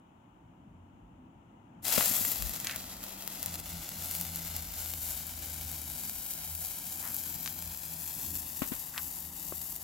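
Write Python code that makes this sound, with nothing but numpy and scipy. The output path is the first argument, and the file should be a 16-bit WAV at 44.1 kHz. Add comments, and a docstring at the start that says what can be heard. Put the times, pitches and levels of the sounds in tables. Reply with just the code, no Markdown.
"""Paving outdoors at night: a sparkler standing on it catches, flares and burns on.
The jet is a dense train of random bursts over smooth gas noise, doubled by an echo off the ground that on
the whole shortens as the flame creeps down and the listener steps back. Filtered clicks make the sparks.
Noise bands make scuffing shoes, nearby snaps, far rumble, soft noise above it and wind; decaying sines make
the knocks of fingers on the handheld case, and wavering sines the far engine and other low tones."""
import sys
import numpy as np
from scipy import signal
from scipy.fft import rfft, irfft
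from scipy.io import wavfile
from scipy.ndimage import map_coordinates

SR = 44100
rng = np.random.default_rng(int(sys.argv[2]) if len(sys.argv) > 2 else 0)


def wav_out(sig):
    """Save sig, one row per channel (or a flat mono array), as 16-bit PCM at SR to the path in sys.argv[1]."""
    wavfile.write(sys.argv[1], SR, np.round(np.clip(np.atleast_2d(sig).T, -1, 1) * 32767).astype(np.int16))


N = 433650
HZ = np.maximum(np.fft.rfftfreq(N, 1 / SR), 1)   # kept above zero for the logarithm
SIDES = np.array([[1], [-1]])   # left, right

# Vigour of the upper jet, which catches, flares, sags and then burns in slow surges.
# Each row: time in seconds, level in dB before puffs and chokes.
BURN_CURVE = [(1.815, -98), (1.828, -45), (1.84, -42), (1.85, -36), (1.961, -26.5), (2.05, -29),
              (2.245, -28), (2.371, -35), (2.6, -39.5), (2.97, -46.5), (3.4, -42.5), (3.65, -42.5),
              (3.87, -43), (4.15, -37), (4.3, -40), (4.7, -40), (5.03, -34.5), (5.19, -38.5), (5.27, -40.5),
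              (5.6, -40.5), (6.3, -37), (6.4, -41), (6.6, -35.5), (6.8, -39.5), (7.16, -36), (7.36, -38),
              (7.74, -40.5), (8.3, -37), (8.36, -35), (8.46, -39.5), (8.71, -36), (8.92, -42), (9, -37),
              (9.3, -41.5), (9.63, -38.5), (9.83, -42)]
# Lower roar of the jet, which thins as the listener steps back.
# Each row: time in seconds, level in dB before puffs and chokes.
ROAR_CURVE = [(1.815, -100), (1.826, -62), (1.84, -53), (1.85, -40.5), (1.96, -32.5), (2.07, -38.5),
              (2.25, -42), (2.45, -46), (2.7, -45), (2.97, -50), (3.5, -48), (4.7, -48), (5.2, -49.5),
              (7.4, -52), (8.4, -52.5), (8.8, -54.5), (9.1, -55), (9.83, -57)]
# Brief dips of the jet as it chokes, and a few slight lifts.
# Each row: centre in seconds, half width in seconds, change in dB.
JET_CHOKES = [(3.25, .02, -1), (3.571, 0.0084, -8), (3.62, .02, -6), (4.19, .015, 1), (4.41, 0.026, -2),
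              (4.55, .015, -0.5), (4.62, 0.0098, -4.5), (7.56, .03, 0.5), (9.31, .02, -3.5)]
# Spectrum of the jet. Each row: frequency in Hz, relative density in dB per Hz.
JET_SPECTRUM = [(230, -21.5), (450, -12.5), (750, -8), (1200, -12.5), (2000, -13), (3000, -10.5),
                (4500, -8), (6300, -6), (7400, -0.5), (8600, -7), (10000, -1.5), (12000, 3.5),
                (14000, -2.5), (15800, -5)]
# Stereo tilt of the jet before the hand turns. Each row: frequency in Hz, left over right in dB.
JET_TILT = [(300, 1.5), (1300, 3.5), (2700, 6.5), (4000, 2.5), (5300, 4.5), (7200, 0), (8600, 9),
            (11000, 1.5), (14000, 15), (15500, 14)]
# Correlation of the jet between the ports. Each row: frequency in Hz, likeness from -1 to 1.
JET_CORRELATION = [(300, 1), (900, 0.21), (1800, 0.86), (4000, 0.63), (7000, 0.43), (10000, 0.21),
                   (13000, 0.099), (15500, 0.4)]
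# Reflection off the paving. Each row: time in seconds, extra path in ms, strength below about 6 kHz
# from 0 to 1, strength above it from 0 to 1.
GROUND_REFLECTION = [(1.9, 1.46, .2, .1), (3.2, 1.52, .32, .1), (3.65, 1.41, .32, .12),
                     (4.55, 1.37, .32, .12), (5.3, 1.285, .34, .18), (6.3, 1.28, .38, .23),
                     (7, 1.257, .38, .27), (7.85, 1.195, .35, .27), (8.3, 1.12, .38, .3),
                     (8.65, 1.042, .38, .35), (9.8, 1.043, .4, .38)]
# Listed sparks, loud and faint. Each row: start in seconds, nominal peak of the crack in dB, its lower part
# in dB relative to the crack.
LISTED_SPARKS = [(1.8813, -8.5, -9), (1.9227, -10, -8), (1.9796, -13, 0.5), (2.008, -29, -16),
                 (2.0569, -5, -24), (2.2506, -8, -22), (2.3163, -6.5, -14), (2.4226, -8.5, -12),
                 (2.4939, -12, -15), (2.6002, -11, -21), (2.6455, -9, -15), (2.7099, -16, -10),
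                 (2.7598, -9, -14), (2.8406, -24, -4), (3.0382, -14, -12), (3.2224, -21, -5),
                 (3.2758, -8.5, -13), (3.4283, -7, -18), (3.4597, -5.5, -18.5), (3.541, -15, -9),
                 (3.5465, -19, -10), (3.555, -17, -10), (3.5984, -18, -16), (3.601, -20, -14),
                 (3.7795, -25, -19), (3.8329, -33, -20), (3.89, -13, -14), (4.0439, -15, -23),
                 (4.0574, -14, -16), (4.1117, -10, -19), (4.1502, -10, -14), (4.211, -6, -18),
                 (4.2509, -21, -4), (4.3582, -9, -29), (4.449, -19, -16), (4.564, -8, -18),
                 (4.6231, -15, -17), (4.8595, -19, -7), (4.9364, -14, -7), (5.0315, -14, -20),
                 (5.1943, -24, -18), (5.2676, -15, -24), (5.5046, -25, -11), (5.7143, -14.5, -18),
                 (5.9002, -18, -18), (6.0952, -11.5, -13), (6.5507, -11, -21), (6.6479, -11.5, -16),
                 (6.7854, -18, -16), (6.857, -23, -24), (7.1432, -10, -31), (7.1648, -10.5, -26),
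                 (7.2366, -15, -17), (7.623, -15.5, -11), (7.7734, -16, -22), (8.353, -12.5, -15),
                 (8.3725, -14, -30), (8.7628, -21, -9), (8.825, -26, -26), (9.0296, -17, -20),
                 (9.204, -17, -28), (9.6147, -17, -15), (9.7618, -14, -19)]
# The hand turns. Each row: time in seconds, left over right in dB (only its departure from the mean acts),
# delay of the left port in microseconds, level change around 8-11 kHz in dB.
HAND_TURNS = [(1.8, 10, -3, 2.5), (2.3, 8.5, -5, -2), (2.7, 5.5, 44, -1), (3.2, 7.5, 60, -1),
              (3.8, 6.5, -5, 0), (4.7, 7, 26, -2.4), (5.05, 7.5, 2, -1), (5.6, 9, 10, 0),
              (6.4, 6.5, -56, 0.5), (7.1, 8, 5, -1), (7.4, 9, 29, -4.5), (7.95, 8.5, -1, -0.5),
              (8.5, 9, 10, -1.5), (9.8, 9.5, -15, -1)]
# Dry snaps close by. Each row: start in seconds, nominal peak in dB, low edge in Hz, high edge in Hz,
# 60 dB decay time of the tail in seconds.
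NEAR_SNAPS = [(2.008, -14, 500, 3000, 0.039), (2.2491, -23, 905, 3000, 0.041),
              (2.6699, -12, 1610, 8200, .025), (2.6955, -21, 1200, 3500, .03),
              (2.711, -23, 1700, 8520, .03), (2.715, -35, 1600, 3000, 0.028), (2.746, -38, 1400, 2300, .03),
              (7.4596, -18, 900, 8000, 0.041), (7.4756, -19, 901, 6960, 0.043),
              (8.978, -16, 904, 4500, 0.024), (8.9833, -25, 1000, 4010, 0.04)]
# Shoes scuffing on grit. Each row: start in seconds, length in seconds, level in dB before the press and
# lift, low edge in Hz, high edge in Hz, weight of the noise unlike at the two ports.
SHOE_SCUFFS = [(2.638, .16, -45, 1530, 2700, 0.27), (7.012, 0.12, -47.5, 700, 2040, 1.3),
               (8.932, 0.085, -47, 890, 2030, 0.35)]
# Fingers on the case. Each row: start in seconds, nominal left level in dB, ringing frequency in Hz,
# tick relative to the ring in dB, signed share of ring and tick that reaches the right port.
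CASE_KNOCKS = [(1.9793, -12.5, 234, -4.5, -0.11), (2.110, -19, 219, -23, -0.13),
               (2.209, -19.5, 224, -29, -0.15), (7.267, -32, 247, -27, 0.0),
               (7.359, -31, 149.7, -25, 0.032), (8.6195, -9.5, 267.4, -15, 0.065),
               (8.7184, -14, 256.4, -29, 0.011), (9.5232, -28, 376, -2.5, 0.34)]
# Far engine. Each row: time in seconds, mean firing frequency in Hz, mean level in dB, mean level of
# its octave in dB.
ENGINE_CURVE = [(3.4, 85.5, -66, -69), (3.48, 84.7, -50, -55), (3.64, 84.7, -57, -62),
                (3.74, 83.4, -48.5, -55.5), (3.91, 82.9, -68, -60), (4, 83.2, -48.5, -60),
                (4.13, 84.7, -54, -59.5), (4.31, 84.1, -47.5, -50), (4.41, 83.5, -56, -48),
                (4.57, 82, -45.5, -55.5), (4.72, 82.3, -56.5, -53), (4.8, 81.6, -47.5, -62),
                (5.2, 79.1, -55.5, -60.5), (5.35, 78.2, -50, -71), (5.67, 77.9, -48.5, -52.5),
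                (5.97, 74.5, -53.5, -63), (6.16, 80.7, -63, -77), (6.36, 80, -70, -57),
                (6.52, 79.7, -45.5, -60.5), (6.72, 78.6, -58, -64), (6.8, 83.3, -69, -57),
                (6.9, 86.5, -60, -64), (7.2, 85.3, -56.5, -59), (7.5, 85, -63, -61.5),
                (7.68, 83.5, -49, -55), (7.8, 83.2, -62, -56.5), (8.05, 79.7, -55, -59),
                (8.19, 79, -67, -60), (8.3, 80.7, -43.5, -63), (8.4, 80.4, -51, -61),
                (8.51, 80.3, -61, -64), (8.87, 77.5, -65, -62), (9.04, 77.8, -52.5, -63),
                (9.13, 78.5, -68, -67), (9.26, 78.5, -53, -64), (9.42, 78.5, -70, -66),
                (9.58, 80, -55.5, -59), (9.75, 80.5, -67, -69), (9.83, 81, -56, -64)]
# Low tones: far hums, and two near 83 Hz that go with wind and knocks. Each row: start in seconds, length
# in seconds, first mean frequency in Hz, last mean frequency in Hz, crest level in dB before the throb.
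LOW_TONES = [(.66, 0.26, 89.5, 94, -58), (2.05, .2, 82.7, 83, -67), (2.05, 1.78, 183.3, 198, -58),
             (2.6, 0.4, 82.6, 83, -59.5), (8.95, 0.74, 179, 179.8, -58.5)]
# Far rumble, and soft noise mostly above 420 Hz. # Each row: time in seconds, rumble in dB before its swell,
# soft noise in dB.
NIGHT_LEVELS = [(0, -64, -63.5), (.6, -58.5, -64), (1.25, -57.5, -63.5), (1.7, -57.5, -62), (2, -50, -60),
                (2.6, -52, -61), (3.1, -61.5, -54.5), (3.6, -53.5, -56), (4.5, -58, -62.5), (6.1, -58, -62),
                (6.3, -60.5, -63.5), (7.2, -57, -59.5), (8.3, -58, -59.5), (9, -59, -57.5),
                (9.83, -64, -59)]
# Spectrum of rumble and soft noise. Each row: frequency in Hz, relative density in dB per Hz.
NIGHT_SPECTRUM = [(35, -49), (60, -26), (79, -5), (139, -4.5), (262, -5), (346, -13), (448, -24.5),
                  (924, -17), (1110, -25.5), (1340, -27), (1700, -37), (2970, -42), (4640, -78),
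                  (6900, -51), (16000, -78)]
# Stereo tilt of rumble and soft noise. Each row: frequency in Hz, left over right in dB.
NIGHT_TILT = [(60, 4), (110, 2), (200, 1), (380, 0), (700, -1), (1290, 5.5), (2380, 13.5), (4400, 39.5),
              (8120, 8), (15000, -12)]
# Correlation of rumble and soft noise between the ports. Each row: frequency in Hz, likeness from -1 to 1.
NIGHT_CORRELATION = [(60, 1), (130, 1), (290, 0.9), (640, 0.018), (1410, -0.27), (3100, 0.09),
                     (6820, -0.16), (15000, 0.2)]
# Gusts. Each row: crest in seconds, half width in seconds, level in dB, left over right in dB.
WIND_GUSTS = [(.95, 0.22, -65, -1), (2.46, .07, -52.5, 24), (2.9, 0.27, -63.5, 1), (3.74, 0.073, -54, 0),
              (4.9, 1.3, -59, -2), (4.68, 0.068, -60, 0), (5.6, 0.097, -62, 0), (6.6, 0.19, -64, -5),
              (7.7, .1, -58, 3), (8.35, .15, -59, -5), (8.7, .08, -55, 10), (9.4, 0.52, -63, -1)]

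SPLIT_HZ = 5810   # soft crossover between the lower and upper jet
BURSTS_PER_S = 5000
PUFF_DB, PUFF_S = -5.5, 0.015   # swell of the jet after a full-scale spark, and its decay time
RANDOM_SPARKS_PER_S, RANDOM_SPARK_DB, RANDOM_LOW_DB = 7.7, -25, -16
RANDOM_SPREAD_DB = 4   # either way
BREEZE_DB, BREEZE_LUMPS_DB = -71, 2.5   # steady wind on the ports, and its slow variation
SELF_NOISE_DB = -85


def from_db(db):
    """Level to amplitude: twenty decibels make a factor of ten."""
    return 10 ** (np.asarray(db) / 20)


def rms_one(x):
    """Normalization: the mean square over all channels becomes one."""
    return x / np.sqrt(np.mean(x ** 2) + 1e-20)


def in_time(rows):
    """Linear interpolation in time: each column of a table, one value a sample."""
    s, *columns = np.transpose(rows)
    return [np.interp(np.arange(N) / SR, s, c) for c in columns]


def at_hz(points):
    """Interpolation over logarithmic frequency, onto the spectral grid."""
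    hz, value = np.transpose(points)
    return np.interp(np.log(HZ), np.log(hz), value)


def drift(rate_hz):
    """Low-passed chance: two equal poles near rate_hz leave a slow random curve of spread one."""
    step = 40   # samples between drawn values
    pole = np.exp(-2 * np.pi * rate_hz * step / SR)
    draws = rng.standard_normal(N // step + 2002)
    slow = signal.lfilter([1], [1, -2 * pole, pole * pole], draws)[2000:]   # settled part only
    return np.interp(np.arange(N) / step, np.arange(len(slow)), rms_one(slow))


def band(x, low_hz, high_hz):
    """Band-pass filtering: only the range between the two edges is kept strong."""
    return signal.sosfilt(signal.butter(2, [low_hz, high_hz], "band", fs=SR, output="sos"), x)


def to_ears(pair, spectrum, balance, likeness):
    """Interaural correlation: shared and opposed signals mix by likeness into left and right spectra."""
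    mid, side = rfft(pair)
    alike = np.clip(at_hz(likeness), -1, 1)
    gain = from_db(at_hz(spectrum) + at_hz(balance) * SIDES / 2)
    return gain * (np.sqrt(1 + alike) * mid + np.sqrt(1 - alike) * side * SIDES)


def ground(x, dull_hz=6000):
    """Comb filtering by a moving echo; treble lost on rough paving returns at grazing angles."""
    extra_ms, strength, treble = in_time(GROUND_REFLECTION)
    read_at = np.arange(N) - extra_ms * SR / 1000
    dull = signal.sosfiltfilt(signal.butter(2, dull_hz, fs=SR, output="sos"), x)
    # the treble leads the rest by a sample
    bounce = strength * np.roll(dull, 1, axis=1) + treble * (x - dull)
    return x + np.array([map_coordinates(c, [read_at], order=5) for c in bounce])


def low_and_high(pair):
    """Spectral colouring: a source takes the jet's spectrum and echo, split at a soft crossover."""
    ears = to_ears(ground(pair), JET_SPECTRUM, JET_TILT, JET_CORRELATION)
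    upper = 1 / (1 + (SPLIT_HZ / HZ) ** 4)
    return irfft(ears * (1 - upper), N), irfft(ears * upper, N)


def jet(spark_s, spark_db, spread_db=4.0, gas_low=1.23, gas_high=0.92, flicker_db=1.19):
    """Shot noise: metal grains burst at random, few of them large, over smooth gas strongest in the roar."""
    grain_db = spread_db * np.minimum(rng.exponential(1, N), 5.0)
    sizes = from_db(grain_db) * (rng.random(N) < BURSTS_PER_S / SR)
    # shared bursts favour one polarity
    signs = np.where(rng.random((2, N)) < [[.7], [.5]], -1, 1)
    bursts = rms_one(sizes * signs)

    # each spark swells the jet, which then settles exponentially
    puffs = np.zeros(N)
    puffs[(spark_s * SR).astype(int)] = from_db(spark_db + PUFF_DB)
    swell = 1 + signal.lfilter([1], [1, -np.exp(-1 / (PUFF_S * SR))], puffs + 1e-18)
    for s, width, depth_db in JET_CHOKES:
        swell = swell * from_db(depth_db * np.exp(-((np.arange(N) / SR - s) / width) ** 2))

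    gas = rng.standard_normal((2, N))
    flicker = from_db(flicker_db * (0.8 * drift(10) + 0.85 * drift(72)))
    low = low_and_high((bursts + gas_low * gas) * flicker)[0]
    high = low_and_high((bursts + gas_high * gas) * flicker)[1]
    upper_jet = from_db(in_time(BURN_CURVE)[0]) * rms_one(high)
    lower_roar = from_db(in_time(ROAR_CURVE)[0]) * rms_one(low)
    lit = np.arange(N) > BURN_CURVE[0][0] * SR
    return lit * swell * (upper_jet + lower_roar)


def spark_rows():
    """Poisson process: sparks at random intervals join the listed ones; times, peaks, lower parts."""
    draws = rng.random((300, 2))
    s = BURN_CURVE[0][0] + np.cumsum(-np.log(draws[:, 0]) / RANDOM_SPARKS_PER_S)
    peak_db = RANDOM_SPARK_DB + RANDOM_SPREAD_DB * (2 * draws[:, 1] - 1)
    random_rows = np.c_[s, peak_db, np.full(len(s), RANDOM_LOW_DB)]
    return np.transpose(np.r_[LISTED_SPARKS, random_rows[s < N / SR - .01]])


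def sparks(s, peak_db, low_db, rise_s=0.0011, splinter=0.11, crisp=0.45):
    """Impulse excitation: each spark is a crack coloured like the jet, with a few splinters just after."""
    at = ((s + rise_s) * SR).astype(int)
    after = rng.integers(3, 90, (len(s), 3))   # samples from crack to splinter
    sizes = splinter * rng.standard_normal((len(s), 2, 3))
    parts = []
    for part, level_db in enumerate([peak_db + low_db, peak_db]):   # lower, upper
        clicks, unit = np.zeros((2, N)), np.zeros((2, N))
        clicks[0, at] = -from_db(level_db)
        clicks[:, at[:, None] + after] = from_db(level_db)[:, None] * sizes.transpose(1, 0, 2)
        unit[0, N // 2] = 1   # a lone click sets the reference peak
        # the upper part is brighter than the jet
        clicks, unit = (signal.lfilter([1, -crisp * part], [1], c) for c in (clicks, unit))
        reference = np.abs(low_and_high(unit)[part].mean(axis=0)).max()
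        parts.append(low_and_high(clicks)[part] / reference)
    return sum(parts)


def at_ports(ears):
    """Level and time differences: the flame moves across the two ports; the case shades one band."""
    pan_db, late_us, shadow_db = in_time(HAND_TURNS)
    shaded = irfft(rfft(ears) * np.exp(-((HZ - 9600) / 1500) ** 4), N)
    ears = ears + (from_db(shadow_db) - 1) * shaded
    left = map_coordinates(ears[0], [np.arange(N) - late_us * SR / 1e6], order=5)
    return np.array([left, ears[1]]) * from_db((pan_db - pan_db.mean()) * SIDES / 2)


def snaps(rise_s=0.000858, tail_db=-24):
    """Impulse and decay: one sharp break, then a dying tail of noise, both in the band of the event."""
    out, t = np.zeros((2, N)), np.arange(SR // 5) / SR
    noises = rng.standard_normal((len(NEAR_SNAPS), 2, len(t)))
    for (s, peak_db, low_hz, high_hz, t60), noise in zip(NEAR_SNAPS, noises):
        tail = from_db(tail_db - 60 * t / t60) * noise
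        burst = band(tail - (t == 0), low_hz, high_hz)
        at = int((s + rise_s) * SR)
        out[:, at:at + len(t)] += from_db(peak_db + 1.5 * SIDES) * burst / np.abs(burst).max()
    return out


def scuffs(grains_per_s=1200, spread_db=2.0):
    """Granular friction: grit crunches at random under a sole that presses and lifts."""
    out = np.zeros((2, N))
    grain_db = spread_db * np.minimum(rng.exponential(1, N), 4.0)
    grit = from_db(grain_db) * (rng.random(N) < grains_per_s / SR)
    shared, own = grit * rng.choice([-1, 1], N), grit * rng.choice([-1, 1], (2, N))
    for s, length, level_db, low_hz, high_hz, unlike in SHOE_SCUFFS:
        span = slice(int(s * SR), int((s + length) * SR))
        crunch = rms_one(band(shared[span] + unlike * own[:, span], low_hz, high_hz))
        along = np.linspace(0, 1, crunch.shape[1])
        weight = np.sin(np.pi * along ** 0.72)   # quick press, slower lift
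        out[:, span] += from_db(level_db + 0.63 * SIDES) * crunch * weight
    return out


def knocks(rustle_t60_s=.15, rustle_db=-26):
    """Damped resonance: the case rings low for a few cycles, with a dull tick and a rustle of the grip."""
    out, t = np.zeros((2, N)), np.arange(SR // 4) / SR
    noises = rng.standard_normal((len(CASE_KNOCKS), 2, len(t)))
    for (s, level_db, hz, tick_db, right), noise in zip(CASE_KNOCKS, noises):
        push = np.sin(2 * np.pi * hz * t) * from_db(-60 * t / .022) * (1 - np.exp(-t / .0015))
        tick_tones = np.sin(2 * np.pi * 1100 * t) + 1.8 * np.sin(2 * np.pi * 560 * t)
        tick = from_db(tick_db) * tick_tones * np.exp(-t / 0.0019)
        rustle = from_db(rustle_db - 60 * t / rustle_t60_s) * rms_one(band(noise, 150, 2800))
        knock = band(push + tick, 38, 3000) * [[1], [right]] + rustle
        at = int(s * SR)
        out[:, at:at + len(t)] += from_db(level_db) * knock
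    return out


def drone(hz, level_db, waver_hz, throb_db, pan_db):
    """Frequency and amplitude modulation: one low tone wavers and throbs at random."""
    phase = 2 * np.pi * np.cumsum(hz + waver_hz * drift(7.8)) / SR
    loudness = np.sqrt(2) * from_db(level_db + throb_db * drift(6.3) + pan_db * SIDES)
    return loudness * np.sin(phase + 0.11 * SIDES)


def engine():
    """Harmonic source: a far engine's firing tone and its octave, wavering over the distance."""
    hz, level_db, octave_db = in_time(ENGINE_CURVE)
    heard = np.arange(N) >= ENGINE_CURVE[0][0] * SR
    firing = drone(hz, level_db, 1.66, throb_db=1.5, pan_db=0.2)
    octave = drone(2 * hz, octave_db, 3.5, throb_db=3.5, pan_db=1.0)
    return heard * (firing + octave)


def low_tones():
    """Gliding sines under half-sine envelopes: far hums, and two near 83 Hz that go with wind and knocks."""
    out = np.zeros((2, N))
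    for s, length, first_hz, last_hz, tone_db in LOW_TONES:
        along = np.clip((np.arange(N) / SR - s) / length, 0, 1)
        glide_hz = first_hz + (last_hz - first_hz) * along
        out += np.sin(np.pi * along) * drone(glide_hz, tone_db, 2.1, throb_db=-1.0, pan_db=0.6)
    return out


def night(swell_db=2.0):
    """Filtered noise: soft noise mostly above 420 Hz beside far rumble."""
    rumble_db, soft_db = in_time(NIGHT_LEVELS)
    noise = rng.standard_normal((2, N))
    ears = to_ears(noise, NIGHT_SPECTRUM, NIGHT_TILT, NIGHT_CORRELATION)
    low = 1 / (1 + (HZ / 420) ** 4)
    rumble, soft = rms_one(irfft(ears * low, N)), rms_one(irfft(ears * (1 - low), N))
    return from_db(rumble_db + swell_db * drift(2.25)) * rumble + from_db(soft_db) * soft


def wind():
    """Flow noise at the ports: low-frequency lumps under a breeze and bell-shaped gusts."""
    t = np.arange(N) / SR
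    push = from_db(BREEZE_DB + BREEZE_LUMPS_DB * drift(0.87)) * np.ones((2, 1))
    for s, width, gust_db, pan_db in WIND_GUSTS:
        push = push + from_db(gust_db + pan_db * SIDES / 2) * np.exp(-((t - s) / width) ** 2)
    air = rng.standard_normal(N) + 0.44 * rng.standard_normal((2, N))   # shared plus own
    return push * rms_one(band(band(air, 46.5, 64.3), 30, 69))


def scene():
    """Superposition: all sources add outdoors, with no room."""
    s, peak_db, low_db = spark_rows()
    sparkler = at_ports(jet(s, peak_db) + sparks(s, peak_db, low_db))
    return sparkler + snaps() + scuffs() + knocks() + engine() + low_tones() + night() + wind()


def record(dry):
    """Noise floor and band limit: faint hiss of the electronics joins and a steep low-pass cuts the top."""
    noisy = dry + from_db(SELF_NOISE_DB) * rng.standard_normal(dry.shape)
    return signal.sosfilt(signal.ellip(14, .3, 70, 15830, fs=SR, output="sos"), noisy)


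dry = scene()
out = record(dry)
wav_out(out)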